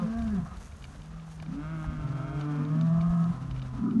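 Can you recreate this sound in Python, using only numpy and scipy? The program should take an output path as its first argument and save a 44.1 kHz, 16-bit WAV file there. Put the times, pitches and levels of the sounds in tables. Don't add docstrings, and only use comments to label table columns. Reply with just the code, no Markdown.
import sys
import numpy as np
from scipy import signal
from scipy.fft import rfft, irfft
from scipy.io import wavfile

SR = 44100
rng = np.random.default_rng(int(sys.argv[2]) if len(sys.argv) > 2 else 0)


def persist_wave(psi):
    counts = np.round(np.clip(psi, -1, 1) * 32767).astype(np.int16)
    wavfile.write(sys.argv[1], SR, np.atleast_2d(counts).T)


N = 176400
T = np.arange(N) / SR


def amp(db):
    return 10 ** (np.asarray(db) / 20)


def unit(x):
    return x / np.sqrt(np.mean(x ** 2) + 1e-20)


def colour(points, hz):
    f, db = np.transpose(points)
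    return amp(np.interp(np.log(hz + 1), np.log(f), db))


def shaped(x, points):
    return irfft(rfft(x) * colour(points, np.fft.rfftfreq(len(x), 1 / SR)), len(x))


def wander(rate_hz):
    hz = np.fft.rfftfreq(N, 1 / SR)
    return unit(irfft(rfft(rng.standard_normal(N)) / np.sqrt(1 + (hz / rate_hz) ** 6), N))


def add(mix, s, sound):
    part = mix[max(round(s * SR), 0):][:len(sound)]
    part += sound[:len(part)]


def wind():
    # f/Hz, level/dB
    buffet_eq = [(15, -23.5), (30, -15), (48, 5), (80, -1.5), (115, -9), (200, -13), (400, -41), (900, -85)]
    air_eq = [(120, -21), (200, 5.5), (296, -11), (454, -10.5), (596, -10.5), (757, -9), (838, -11.5),
              (913, -11.5), (1280, -10.5), (2330, -22), (2720, -22), (2960, -23.5), (5030, -28.5),
              (5960, -28.5), (7840, -35), (9780, -37), (11800, -46), (15300, -71), (22000, -120)]
    # t/s, level/dB
    buffet_ride = [(0.0, -59), (0.03, -44), (0.1, -51), (0.2, -32.5), (0.49, -43.5), (0.95, -46),
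                   (0.98, -39.5), (1.06, -57), (1.16, -44), (1.22, -55), (1.43, -45), (1.46, -48),
                   (1.86, -43.5), (1.89, -29.5), (1.94, -48), (1.98, -30), (2.1, -56), (2.15, -45),
                   (2.24, -56), (2.28, -41), (2.47, -51.5), (2.87, -64), (3.01, -34), (3.05, -51),
                   (3.11, -33.5), (3.16, -69), (3.31, -42.5), (3.44, -57), (3.49, -39.5), (3.8, -43.5),
                   (3.84, -62.5), (4.0, -56)]
    air_ride = [(0, -47), (.5, -52), (.8, -55), (1.4, -52), (2.4, -50.5), (3.2, -50.5), (3.6, -51.5),
                (4, -53)]
    buffets = unit(shaped(rng.standard_normal(N), buffet_eq))
    hiss = unit(shaped(rng.standard_normal(N), air_eq))
    buffet_db = np.interp(T, *np.transpose(buffet_ride))
    hiss_db = np.interp(T, *np.transpose(air_ride)) + 1.7 * wander(21)
    return amp(buffet_db) * buffets + amp(hiss_db) * hiss


def grass():
    # centre t/s, width/s, level/dB
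    swishes = [(.23, 0.038, -70.5), (.42, 0.27, -72.5), (.64, 0.033, -62), (.86, 0.14, -66.5),
               (1.32, 0.041, -64.5), (1.81, 0.03, -68), (2.3, 0.099, -101), (3.2, 0.12, -72.5)]
    # f/Hz, level/dB
    stem_eq = [(800, -12), (2500, -3), (5000, -4), (6500, 3), (7600, -3), (9500, -4), (11800, -10)]
    swells = sum(amp(db) * np.exp(-.5 * ((T - s) / width) ** 2) for s, width, db in swishes)
    stems = rng.standard_normal(N) * amp(3 * np.minimum(rng.exponential(1, N), 5))
    stems *= rng.random(N) < 4000 / SR
    return (swells + amp(-76)) * unit(shaped(stems, stem_eq))


def taps(rows, rise_cycles, tail_db, tail_s):
    out, t = np.zeros(N), T[:2048]
    for s, db, hz in rows:
        age = hz * t / rise_cycles
        snap = age * np.exp(1 - age) * np.sin(2 * np.pi * hz * t)
        rattle_eq = [(hz / 4, -20), (hz * 2, -2), (hz * .96, 0), (hz * 2, -13), (hz * 4, -22)]
        rattle = unit(shaped(rng.standard_normal(len(t)), rattle_eq))
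        add(out, s, amp(db) * (snap + amp(tail_db) * rattle * np.exp(-t / tail_s)))
    return out


def tack():
    # t/s, level/dB, f/Hz
    bridle_clicks = [(.19, -45, 3200), (.2208, -41.5, 2600), (.28, -45.5, 3000), (.570, -44, 4500),
                     (.721, -47.5, 2200), (.824, -44.5, 3200), (.8415, -36.5, 2500), (.8515, -45, 1990),
                     (.959, -48.5, 3000), (1.0195, -45.5, 3200), (1.051, -51, 2700), (1.198, -48, 2500),
                     (1.4003, -40.5, 2500), (1.4245, -36, 5600), (1.427, -45, 1850), (1.462, -46.5, 2200),
                     (1.541, -49, 5030), (2.091, -48, 4000), (2.4115, -36, 3400), (2.651, -43, 3570),
                     (2.8118, -37, 3800), (2.866, -50, 4400), (3.009, -41, 2380), (3.014, -41, 3830),
                     (3.2416, -42.5, 3780), (3.5114, -39, 2960), (3.563, -45, 2612), (3.5953, -43.5, 3000),
                     (3.6185, -40.5, 2700), (3.6245, -41, 3800), (3.9096, -46, 3000)]
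    saddle_knocks = [(1.278, -53.5, 842), (1.4255, -47.5, 600), (1.8425, -43.5, 820)]
    # f/Hz, width/Hz, level/dB
    buckle_modes = [(1050, 210, -1), (1640, 350, 5), (2311, 240, 4.5), (2870, 300, 3), (3545, 280, 2),
                    (4340, 190, 1), (5830, 410, 1.5)]
    # f/Hz, level/dB
    tack_eq = [(300, -18), (700, 11.5), (4500, 3.5), (6500, -4), (11000, -6.5)]
    snaps = taps(bridle_clicks, rise_cycles=.55, tail_db=-14, tail_s=.005)
    rings = sum(amp(db) * signal.lfilter(*signal.iirpeak(hz, hz / width, SR), snaps)
                for hz, width, db in buckle_modes)
    bare_contact = -amp(-3.5) * snaps
    knocks = amp(-4) * taps(saddle_knocks, rise_cycles=1, tail_db=-5, tail_s=.0078)
    return shaped(rings + bare_contact + knocks, tack_eq)


def field_echoes(x, send_db=-13, t60_s=.4):
    # f/Hz, level/dB
    echo_eq = [(150, -8), (600, 0), (1300, 2), (2500, -4), (5000, -8)]
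    t = T[:SR]
    echoes = rng.standard_normal(SR) * (rng.random(SR) < 2000 / SR)
    echoes *= amp(-60 * t / t60_s) * (t > .01)
    response = shaped(echoes / np.linalg.norm(echoes), echo_eq)
    return x + amp(send_db) * signal.fftconvolve(x, response)[:N]


def growls(flaps_per_s=190):
    # start t/s, length/s, f/Hz, width of each filter pass/Hz, level/dB
    growl_cues = [(1.48, 0.079, 244, 33, -40), (2.46, 0.32, 248, 16, -40), (2.72, 0.16, 238, 30, -34),
                  (1.66, 0.49, 246, 54, -46), (3.76, .3, 311, 36, -49.5), (3.78, 0.21, 390, 39, -46),
                  (.31, 0.13, 389, 22, -51)]
    out = np.zeros(N)
    for start, length, hz, width, db in growl_cues:
        flaps = rng.standard_normal(N) * (rng.random(N) < flaps_per_s / SR)
        b, a = signal.iirpeak(hz, hz / width, SR)
        ring = signal.lfilter(b, a, signal.lfilter(b, a, flaps))[-int(length * SR):]
        swell = np.sin(np.linspace(0, np.pi, len(ring)))
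        add(out, start, amp(db) * unit(ring) * swell)
    return out


def overtones(turns, hz, eq, below, delay_s_per_khz=.000502):
    k = np.arange(2, below)[:, None]
    gains = colour(eq, k * hz)
    grid = np.fft.fftfreq(8192, 1 / SR)
    lag = signal.hilbert(np.log(colour(eq, abs(grid)))).imag
    lag += np.pi * delay_s_per_khz * grid ** 2 / 1000
    phase = np.interp(k * hz, grid[grid >= 0], lag[grid >= 0])
    return (gains * np.cos(2 * np.pi * k * turns - phase)).sum(0) / np.sqrt((gains ** 2).sum(0) / 2)


def bellow(call, nose, throat, rasp, later=None, shift_at_s=np.inf):
    jitter, jitter_hz, shimmer_hz = .0048, 28, 47.6
    edge_s, shift_s, puff_cycles = .02, .2, .36
    s, *columns = np.transpose(call)
    on = (T > s[0] - edge_s) & (T < s[-1] + edge_s)
    t = T[on]
    hz, chest_db, nose_db, mouth_db, rough = (np.interp(t, s, c) for c in columns)
    turns = np.cumsum(hz * (1 + jitter * wander(jitter_hz)[on])) / SR
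    shimmer = wander(shimmer_hz)[on] + 1j * wander(shimmer_hz)[on]
    shake = (1 + rough * shimmer) / np.sqrt(1 + 2 * rough ** 2)
    chest = np.sqrt(2) * (shake * np.exp(2j * np.pi * turns)).real
    turns += rough ** 2 * wander(shimmer_hz)[on] / (4 * np.pi)
    nasal = abs(shake) * overtones(turns, hz, nose, below=5)
    puffs = rng.standard_normal(N)[on] * (.24 + np.exp(-(turns % 1) / puff_cycles))
    breath_share = np.clip(rasp + rough ** 2, 0, 1)

    def voiced(eq):
        buzz = overtones(turns, hz, eq, below=27)
        breath = unit(shaped(puffs, eq + [(9000, -48)]))
        return np.sqrt(1 - breath_share) * buzz + np.sqrt(breath_share) * breath

    morph = np.clip((t - shift_at_s) / shift_s, 0, 1)
    mouth = np.sqrt(1 - morph) * voiced(throat) + np.sqrt(morph) * voiced(later or throat)
    fade = np.clip((t - s[0]) / edge_s + 1, 0, 1) * np.clip((s[-1] - t) / edge_s + 1, 0, 1)
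    out = np.zeros(N)
    out[on] = fade * (amp(chest_db) * chest + amp(nose_db) * nasal + amp(mouth_db) * mouth)
    return out


def cattle():
    # t/s, pitch f/Hz, chest level/dB, nose level/dB, mouth level/dB, roughness/0-1
    ending_call = [(0, 177.3, -43, -59, -42.5, 0.1), (.04, 171.7, -25.5, -42, -50, 0.15),
                   (.09, 159, -47, -59, -62, 0)]
    high_call = [(0, 216.2, -34.5, -58, -71, 0.24), (.08, 219.7, -29, -55, -52, .1),
                 (.17, 231.3, -33, -56, -44.5, 0.037), (.27, 221.8, -30, -65, -50.5, 0.018),
                 (.34, 202.3, -29.5, -50.5, -55, 0.033), (.40, 170.5, -28, -70, -48.5, 0.42),
                 (.45, 164.5, -39.5, -69, -62, 0.9), (.465, 172, -41, -69, -45, 1),
                 (.49, 175.9, -43, -74, -59.5, 0.77), (.525, 180, -47.5, -71, -49, 0.31),
                 (.58, 171, -52, -82, -76, 0.73)]
    far_call = [(.82, 137, -49, -64.5, -71, 0.11), (1, 151.1, -50, -60.5, -98, 0.066),
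                (1.17, 164.2, -42.5, -81, -58.5, 0.055), (1.33, 159.1, -46.5, -81, -85, .08),
                (1.47, 156.2, -41, -57, -77, 0.11), (1.51, 166.4, -31.5, -80, -70, 0.3),
                (1.55, 178.4, -41, -79, -68, 0.78)]
    buzzing_call = [(1.47, 129.4, -58, -51, -67, 1), (1.53, 134.5, -56, -44, -65, 0.1),
                    (1.59, 145.5, -45, -34, -53.5, .08), (1.64, 153, -37.5, -52, -47.5, 0.058),
                    (1.735, 161.8, -35.5, -49.5, -49, 0.08), (1.8, 155.4, -37.5, -46.5, -48.5, 0.087),
                    (1.92, 155.1, -38, -48.5, -49, 0.05), (2.1, 150.5, -35.5, -49, -56.5, 0.06),
                    (2.2, 154.8, -38, -46, -49.5, 0.035), (2.38, 153.4, -41, -41.5, -48.5, 0.018),
                    (2.5, 147.6, -50.5, -37.5, -51, 0.058), (2.6, 141.9, -40.5, -39, -50.5, 0.13),
                    (2.76, 144.6, -43.5, -43, -61, 0.18), (2.81, 136.4, -66.5, -60, -50, 0.56)]
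    loud_call = [(2.0, 132.6, -62, -52, -52, 0.18), (2.05, 132.1, -33, -48.5, -54, .15),
                 (2.14, 133.2, -36, -50, -52.5, 0.34), (2.2, 130.9, -35, -46, -45.5, 0.2),
                 (2.3, 137, -38, -45.5, -48.5, 0.083), (2.4, 144.2, -31, -47, -51.5, 0.034),
                 (2.55, 149.5, -30, -48.5, -50.5, 0.045), (2.68, 152.1, -31, -46.5, -51, 0.05),
                 (2.75, 156.9, -25.5, -48.5, -47.5, .06), (2.82, 163.4, -25.5, -57, -47.5, 0.082),
                 (2.92, 164.3, -24, -54.5, -44.5, 0.13), (3.12, 170.8, -24, -56, -47, 0.068),
                 (3.22, 167.2, -22.5, -58.5, -49, 0.056), (3.275, 169.8, -26, -58.5, -47, 0.078),
                 (3.305, 171.8, -24.5, -59, -78, 0.26), (3.325, 169.8, -37.5, -68.5, -55.5, 0.23),
                 (3.5, 164.8, -47, -57.5, -69, 0.18), (3.56, 158, -51, -63, -60, 0.22)]
    low_call = [(2.6, 100.2, -49, -46, -51, .3), (2.75, 120.5, -44, -68, -74, .08),
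                (2.9, 122.6, -40.5, -56, -59.5, 0.081), (3.2, 122.5, -47.5, -53.5, -57, .1),
                (3.35, 128.6, -37.5, -51.5, -52, 0.5), (3.45, 129.8, -37, -50, -53.5, 0.4),
                (3.58, 130.5, -34.5, -51.5, -64, .04), (3.75, 125.4, -38, -50, -55.5, 0.03),
                (3.86, 124.6, -39, -53, -50, .03), (4, 119, -48, -57.5, -73, .2)]
    strained_call = [(2.92, 172.7, -58.5, -68, -53.5, 0.38), (3.02, 176.6, -45.5, -63, -46.5, 0.34),
                     (3.08, 180.2, -45, -63.5, -47, .08), (3.21, 182.7, -47, -63.5, -44.5, 0.088),
                     (3.28, 179.4, -46.5, -61.5, -47.5, .3), (3.32, 175.6, -57, -63, -57.5, 1)]
    growling_call = [(3.74, 215.2, -42, -57, -76, 0.44), (3.79, 224.8, -34, -62, -77, 1),
                     (3.86, 226.7, -25, -69, -51, 1), (3.93, 210.4, -24.5, -67.5, -52, 0.99),
                     (3.97, 224.6, -22.5, -61, -62, 0.54), (4, 230, -21, -64, -67, 0.38)]
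    # f/Hz, level/dB
    hummed_nose = [(240, 6.5), (320, 1.5), (380, -12), (470, -26.5), (600, -21)]
    open_nose = [(240, 3.5), (320, -0.5), (400, -5), (450, 0), (490, -13.5), (600, -23.5)]
    high_nose = [(240, 1), (350, -2), (440, 15), (530, 23), (640, -45)]
    # f/Hz, level/dB
    high_throat = [(480, -42), (690, 10), (880, -40), (1120, 1.5), (1380, -15), (1620, 2), (1950, -31),
                   (3100, -44), (4200, -33)]
    low_throat = [(480, -12.5), (640, -7), (770, 1), (890, -11.5), (1010, 10.5), (1130, -4), (1230, 7.5),
                  (1400, -3), (1700, -18), (4200, -41)]
    bright_throat = [(480, -20), (620, -1), (790, -14), (950, -8), (1100, -6), (1260, 2), (1420, -2),
                     (1560, -4), (1720, -17), (1900, -21), (2190, -10), (2400, -21), (2560, -17),
                     (2850, -17), (3020, -28), (3240, -17), (3450, -27), (4200, -34)]
    brassy_throat = [(310, -20), (460, -4), (615, -4), (770, -13), (925, -2), (1080, -6), (1230, -1),
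                     (1385, 1), (1540, -3), (1700, -19), (1920, -27), (2160, -10), (2310, -13), (2460, -13),
                     (2610, -26), (2760, -17), (3000, -29), (3220, -12), (3400, -29), (4200, -34)]
    wide_throat = [(480, -26), (680, 13), (830, -5), (1050, 0.5), (1180, -1), (1330, 10), (1450, -10),
                   (1640, -4), (1850, -24), (2200, -14), (2400, -22), (2800, -30), (4200, -30)]
    round_throat = [(480, -30), (670, 18.5), (760, -2.5), (850, 1), (960, 0), (1050, 5), (1160, 10.5),
                    (1310, 4.5), (1420, -16), (1530, -10.5), (1640, -3), (1810, -2), (1930, -22),
                    (2150, -17.5), (2370, -16), (2550, -22.5), (2950, -20.5), (4200, -38.5)]
    strained_throat = [(480, -26), (715, 0), (880, -13), (1070, 1.5), (1170, -11.5), (1275, 5),
                       (1400, -24.5), (1640, -10.5), (1850, -24.5), (2600, -38), (2930, -25.5), (3300, -40),
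                       (4200, -41)]
    husky_throat = [(450, -17), (600, -8), (720, -3), (850, -16), (1000, -5), (1100, 4), (1230, 17.5),
                    (1500, 2.5), (1750, -21), (4200, -34)]
    return (bellow(high_call, high_nose, high_throat, rasp=.1, later=low_throat, shift_at_s=.3)
            + bellow(buzzing_call, hummed_nose, bright_throat, rasp=.1,
                     later=brassy_throat, shift_at_s=1.98)
            + bellow(loud_call, open_nose, wide_throat, rasp=.09, later=round_throat, shift_at_s=2.38)
            + bellow(strained_call, hummed_nose, strained_throat, rasp=.2)
            + bellow(ending_call, high_nose, low_throat, rasp=.05)
            + bellow(low_call, hummed_nose, low_throat, rasp=.25)
            + bellow(far_call, hummed_nose, husky_throat, rasp=.77)
            + bellow(growling_call, hummed_nose, husky_throat, rasp=.12)
            + growls())


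def scene():
    return (field_echoes(cattle()) + tack() + grass() + wind())[None]


def record(dry, cutoff_hz=11850):
    lowpass = signal.firwin(511, cutoff_hz, window=("kaiser", 9), fs=SR)
    return signal.oaconvolve(dry, lowpass[None], "same")


dry = scene()
out = record(dry)
persist_wave(out)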